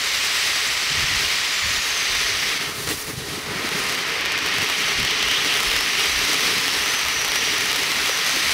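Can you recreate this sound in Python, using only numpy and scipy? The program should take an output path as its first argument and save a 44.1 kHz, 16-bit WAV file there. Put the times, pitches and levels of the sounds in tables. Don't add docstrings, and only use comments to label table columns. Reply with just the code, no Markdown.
import sys
import numpy as np
from scipy import signal
from scipy.fft import rfft, irfft, next_fast_len
from scipy.io import wavfile

SR = 44100
rng = np.random.default_rng(int(sys.argv[2]) if len(sys.argv) > 2 else 0)


def ratio_of_db(decibels):
    return 10 ** (np.asarray(decibels, float) / 20)


def store_wav(level_fs):
    pcm = np.round(np.clip(np.atleast_2d(level_fs), -1, 1) * 32767)
    wavfile.write(sys.argv[1], SR, pcm.T.astype(np.int16))


N = 376173


def rms_one(x):
    return x / np.sqrt(np.mean(x ** 2) + 1e-20)


def in_time(rows):
    time_s, *columns = np.transpose(rows)
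    return [np.interp(np.arange(N) / SR, time_s, column) for column in columns]


def swell(start_s, attack_s, hold_s, release_s):
    corners_s = np.cumsum([0, attack_s, hold_s, release_s])
    return np.interp(np.arange(N) / SR - start_s, corners_s, [0, 1, 1, 0])


def drift(rate_hz):
    pole = np.exp(-80 * np.pi * rate_hz / SR)
    noise = rng.standard_normal(N // 40 + 2002)
    slow = signal.lfilter([1], [1, -2 * pole, pole * pole], noise)[2000:]
    return np.interp(np.arange(N) / 40, np.arange(len(slow)), rms_one(slow))


def turbulence(source, spectrum, heard_hz, surge_db, patchy_db, tilt_db, pivot_hz):
    size = next_fast_len(N)
    hz = np.maximum(np.fft.rfftfreq(size, 1 / SR), 1)
    point_hz, point_db = np.transpose(spectrum)
    colour_db = np.interp(np.log(hz), np.log(point_hz), point_db, -99, -99)
    coloured = rfft(source, size) * ratio_of_db(colour_db)
    inside = (hz > heard_hz[0]) & (hz < heard_hz[1])
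    coloured = coloured * size / np.sqrt(2 * np.sum(np.abs(coloured[inside]) ** 2))
    out, step = 0, .5
    for centre in np.arange(np.log2(point_hz[0]), np.log2(point_hz[-1]) + step, step):
        share = np.clip(1 - np.abs(np.log2(hz) - centre) / step, 0, 1)
        band = irfft(coloured * share, size)[:N]
        slope_db = tilt_db * (centre - np.log2(pivot_hz))
        out = out + ratio_of_db(surge_db + slope_db + patchy_db * drift(20.0)) * band
    return out


def wavering_tone(rows, pole_width_hz, wobble, tremble_hz, loose_hz, flicker_db):
    hz, level_db = in_time(rows)
    pole = np.exp(-np.pi * pole_width_hz / SR)
    real, imag = signal.lfilter([1], [1, -2 * pole, pole * pole], rng.standard_normal((2, N)))
    tremble = (tremble_hz + .35 * np.maximum(hz - loose_hz, 0)) * drift(300)
    wobbling_hz = hz * (1 + wobble * drift(7.0))
    phase = 2 * np.pi * np.cumsum(wobbling_hz + tremble) / SR
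    tone = rms_one(real * np.cos(phase) + imag * np.sin(phase))
    return ratio_of_db(level_db + flicker_db * drift(7.7)) * tone


def jet():
    # time_s, hiss_db, spark_sizzle_db, flame_roar_db
    burning = [(0, -23.5, -37, -45), (.43, -22.5, -36, -44.5), (.8, -23.5, -39, -47),
               (.97, -22.5, -39, -43.5), (1.86, -24, -38.5, -47.5), (2.22, -23, -39, -44.5),
               (2.5, -24, -39, -43), (2.66, -27, -41, -41), (2.77, -34.5, -38.5, -41), (3.0, -37, -38, -47),
               (3.11, -37.5, -40.5, -42.5), (3.2, -38.5, -41.5, -37.5), (3.43, -34.5, -42, -40.5),
               (3.49, -31, -43, -39), (3.58, -28, -42.5, -36), (3.8, -26, -38, -37.5),
               (4.05, -26, -43.5, -40), (4.33, -25, -47, -38.5), (4.75, -24, -39.5, -40),
               (5.2, -22.5, -41.5, -38.5), (5.62, -24.5, -37, -40), (6.0, -23, -37.5, -39.5),
               (6.46, -23, -36, -38.5), (7.22, -25, -39, -43), (7.43, -23, -37.5, -38),
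               (7.98, -24.5, -37, -41), (8.53, -22.5, -34.7, -40)]
    # start_s, rise_db, hold_s
    flares = [(2.574, -3.5, 0.0047), (2.725, -3, .01), (2.864, 6.5, 0.043), (2.984, 2.5, .005),
              (3.063, 4, 0.027), (3.135, -1.5, .06), (3.326, 1.5, 0.018)]
    # time_s, tilt (dB per octave)
    sizzle_tilt = [(0, -1), (2.6, -1), (3.1, 3), (3.2, -1.5), (4.2, -1.5), (6, -0.7), (8.53, -0.5)]
    # pitch_hz, level_db (per Hz)
    hiss_colour = [(330, -26.5), (560, -14.5), (700, -12), (1070, -6), (1260, -2), (1480, -5.5), (1800, 1),
                   (2050, 2), (2400, 0.5), (3300, -2.5), (5200, -5), (6300, -10), (7000, -20),
                   (8300, -16.5), (9000, -60)]
    roar_colour = [(53, -42), (90, -15), (160, -6), (215, -10), (282, -2), (350, -6.5), (410, -1),
                   (470, -4.5), (580, -17), (750, -13.5), (1000, -41)]
    # pitch_hz, level_db
    sizzle_colour = [(500, -0.5), (1000, -5), (4500, 7.5), (6000, 3), (8200, -1), (8600, 0), (10800, -1),
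                     (11500, -3), (13700, -6), (15900, -7)]

    hiss_db, sizzle_db, roar_db = in_time(burning)
    flare_db = sum(db * swell(s, 0.011, hold_s, 0.033) for s, db, hold_s in flares)
    charge_tilt_db = np.where(np.arange(N) / SR < 2.9, 1.12, -0.1)
    tilt_db = np.maximum(charge_tilt_db + 0.75 * np.minimum(hiss_db + 23, 0), -5)
    surge = 0.3 * drift(1.6) + .5 * drift(25.0)
    white = rng.standard_normal((3, N))
    grit = white[0] * ratio_of_db(1.94 * np.minimum(rng.exponential(1, N), 6))
    hiss = turbulence(grit, hiss_colour, (1200, 6300), 0.71 * surge, 0.34, tilt_db, pivot_hz=2500)
    roar_surge_db = 2.7 * surge + 0.58 * drift(38.0)
    roar = turbulence(white[1], roar_colour, (220, 520), roar_surge_db, 1.0, tilt_db=-0.9, pivot_hz=350)
    sizzle_tilt_db = in_time(sizzle_tilt)[0]
    sizzle = turbulence(white[2], sizzle_colour, (8500, 15500), 1.8 * surge, 0.53,
                        sizzle_tilt_db, pivot_hz=10500)
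    return (ratio_of_db(hiss_db + flare_db) * hiss
            + ratio_of_db(roar_db + 1.75 * flare_db) * roar
            + ratio_of_db(sizzle_db + 0.84 * flare_db) * sizzle)


def whistle():
    # time_s, pitch_hz, level_db
    whistle_path = [(0, 7285, -40), (.3, 7650, -39.5), (1.4, 7300, -41), (1.7, 7000, -37),
                    (1.9, 6500, -35.5), (2.1, 5950, -37), (2.3, 6100, -37), (2.43, 5700, -41),
                    (2.7, 6034, -65), (4.4, 5800, -55), (4.7, 5800, -42), (5.4, 5950, -40),
                    (5.6, 5500, -35), (5.75, 5120, -33), (5.9, 5850, -37), (6.3, 5980, -35.5),
                    (6.62, 5045, -35), (6.93, 6110, -33.5), (7.18, 5780, -33), (7.45, 5730, -31.5),
                    (7.68, 6006, -36), (7.83, 5400, -37), (8.0, 5630, -44), (8.3, 6150, -35),
                    (8.53, 6100, -40)]
    return wavering_tone(whistle_path, pole_width_hz=260, wobble=.01, tremble_hz=140,
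                         loose_hz=6700, flicker_db=1.5)


def sparks():
    # time_s, strength_db (before the shock's shape and the bass cut)
    snaps = [(2.8899, -8), (3.7903, -10), (3.8959, -9), (3.9244, -12), (3.9463, -12), (3.9507, -12),
             (4.1024, -13), (4.2532, -11), (4.2593, -7), (4.322, -11), (4.3885, -9), (4.4719, -9),
             (4.4878, -12), (4.5414, -9), (4.5844, -6), (4.6199, -9), (4.6992, -6), (5.0006, -8),
             (5.0307, -7), (5.0502, -6), (5.1105, -8), (5.228, -5), (5.3175, -8), (5.5405, -8),
             (5.6046, -5), (5.631, -7), (5.7163, -6), (5.7641, -6), (5.8095, -5), (5.9969, -6),
             (6.3317, -6), (6.3346, -7), (6.3444, -5), (6.4077, -7), (6.5826, -6), (6.6811, -5),
             (6.8605, -7), (7.085, -5), (7.2158, -7), (7.2799, -7), (7.3193, -5), (7.3577, -5),
             (7.3612, -6), (7.582, -7), (7.6088, -7), (7.6584, -7), (7.7154, -6), (7.7305, -4),
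             (7.7599, -6), (7.7639, -6), (7.8336, -7), (7.9186, -7), (8.0597, -7), (8.0703, -7),
             (8.0939, -9), (8.0953, -9), (8.1747, -7), (8.2651, -7), (8.2949, -6), (8.3621, -6),
             (8.4949, -6), (8.519, -7)]
    # time_s, average rate (bursts per s)
    crackle = [(0, 2), (3.5, 2), (4, 35), (5, 60), (8.53, 110)]
    needle_s, swing_s, fade_s = .000035, .000113, .00009
    t = np.arange(-2, 60) / SR
    needle = -np.clip(1 - np.abs(t) / needle_s, 0, 1)
    swing_rise = np.clip((t - needle_s / 2) / (swing_s - needle_s / 2), 0, 1)
    swing = swing_rise * np.exp(-np.maximum(t - swing_s, 0) / fade_s)
    shock = 1.2 * (needle + .8 * swing)
    settle = signal.windows.hann(len(t))
    shock = shock - shock.sum() * settle / settle.sum()

    born = rng.random(N) < in_time(crackle)[0] / SR
    burst_db = np.minimum(-24.5 + 8.5 * rng.exponential(1, N), -8.5)
    clicks = born * ratio_of_db(burst_db)
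    for s, db in snaps:
        clicks[round(s * SR)] = ratio_of_db(db)
    bursts = np.convolve(clicks, shock)[2:N + 2] + 1e-18
    return signal.lfilter(*signal.butter(2, 700, "high", fs=SR), bursts)


def wind():
    # start_s, length_s, level_db, tilt (dB per octave)
    gusts = [(0.888, 0.182, -35, 2), (1.096, .17, -34.5, 0.5), (1.63, 0.18, -39.5, 0.5),
             (2.096, 0.27, -41, -5.5), (2.55, 0.19, -51, 6), (2.77, 0.2, -45, 4.5), (3.065, .33, -44.5, 7),
             (3.47, .15, -45, 9.5), (4.005, .05, -45, 4), (4.56, .09, -45, 9), (4.962, 0.096, -31.5, 0.5),
             (5.28, .1, -49, -3), (5.64, .2, -44, -8), (6.062, 0.206, -38.5, -6), (6.499, .1, -50, 10),
             (7.172, .06, -46, 6), (7.567, .07, -48, -1), (8.46, .1, -42, 0)]
    # pitch_hz, level_db (per Hz)
    wind_colour = [(15, -34), (30, -3), (45, -0.5), (65, 2), (120, -3.5), (200, -12), (400, -35)]
    edge_s, breeze_db = 0.051, -51
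    level_db = breeze_db + 1.5 * drift(4.0)
    tilt_db = 0
    for start_s, length_s, gust_db, gust_tilt_db in gusts:
        shape = swell(start_s - edge_s / 2, edge_s, max(length_s - edge_s, 0), edge_s)
        level_db = level_db + shape * (gust_db - breeze_db)
        tilt_db = tilt_db + shape * gust_tilt_db
    lumps = rng.standard_normal(N) * ratio_of_db(2.1 * drift(18.0))
    return ratio_of_db(level_db) * turbulence(lumps, wind_colour, (25, 130), 0, 0.94, tilt_db, pivot_hz=70)


def puffs():
    # start_s, peak_db, pitch_hz
    gulps = [(2.547, -27.5, 277), (2.592, -36, 159), (2.669, -32, 128), (2.78, -30, 121), (2.877, -27, 128),
             (3.084, -30, 286), (3.129, -33, 129), (3.169, -27, 145), (3.213, -30, 118), (3.314, -31, 283),
             (3.368, -23, 292), (3.484, -27, 144), (3.551, -29, 175), (3.636, -23, 277), (3.741, -24, 167),
             (8.085, -18.5, 517)]
    peak_s, cycles = 0.00723 + .005, 1.4
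    out, t = np.zeros(N), np.arange(N) / SR
    for s, db, hz in gulps:
        span = slice(round(s * SR), round((s + .1) * SR))
        from_peak_s = t[span] - s - peak_s
        push = np.exp(-.5 * (from_peak_s * hz / cycles * 2) ** 2)
        out[span] += ratio_of_db(db) * push * np.cos(2 * np.pi * hz * from_peak_s)
    return out


def cavity():
    # time_s, pitch_hz, level_db
    ring_path = [(3.5, 2000, -55), (3.8, 2110, -42), (4.2, 2400, -32), (5.0, 2694, -30), (5.35, 3200, -27),
                 (5.9, 2700, -31), (7.5, 2750, -33), (8.53, 2780, -35)]
    return wavering_tone(ring_path, pole_width_hz=660, wobble=.03, tremble_hz=369.4,
                         loose_hz=3300, flicker_db=2.0)


def outdoors(x):
    # delay_ms, strength (ratio, negative = inverted)
    echoes = [(1.162, -.04), (2.075, .04), (3.962, .055), (4.025, -.06), (4.382, -.035), (4.518, .035),
              (4.81, .035), (5.065, -.035)]
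    # pitch_hz, width_hz, level_db
    rings = [(5810, 130, 2.2), (6220, 130, 2.2), (5660, 80, -2), (6990, 110, -3.5), (7470, 80, -2.5),
             (8450, 100, -2)]
    t = np.arange(1200) / SR
    scatter = ratio_of_db(-33) * rng.standard_normal(len(t)) * np.exp(-t / 0.011)
    paths = scatter * (t > .002) * (rng.random(len(t)) < .25)
    paths[0] = 1
    for ms, strength in echoes:
        paths = paths + strength * np.sinc(np.arange(len(t)) - ms * SR / 1000)
    for hz, width_hz, db in rings:
        ring = signal.lfilter(*signal.iirpeak(hz, hz / width_hz, SR), paths)
        paths = paths + (ratio_of_db(db) - 1) * ring
    return signal.fftconvolve(x, paths)[:N]


def scene():
    fountain = jet() + whistle() + puffs() + cavity()
    sound = outdoors(fountain) + sparks() + wind()
    return np.array([sound, sound])


def top_cut(x):
    return signal.sosfilt(signal.butter(12, 16890, fs=SR, output="sos"), x)


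def record(dry):
    low_pass = signal.firwin(1025, 15745, window=("kaiser", 8), fs=SR)
    mix = signal.fftconvolve(dry, [low_pass], "same", axes=1)
    return top_cut(mix)


dry = scene()
out = record(dry)
store_wav(out)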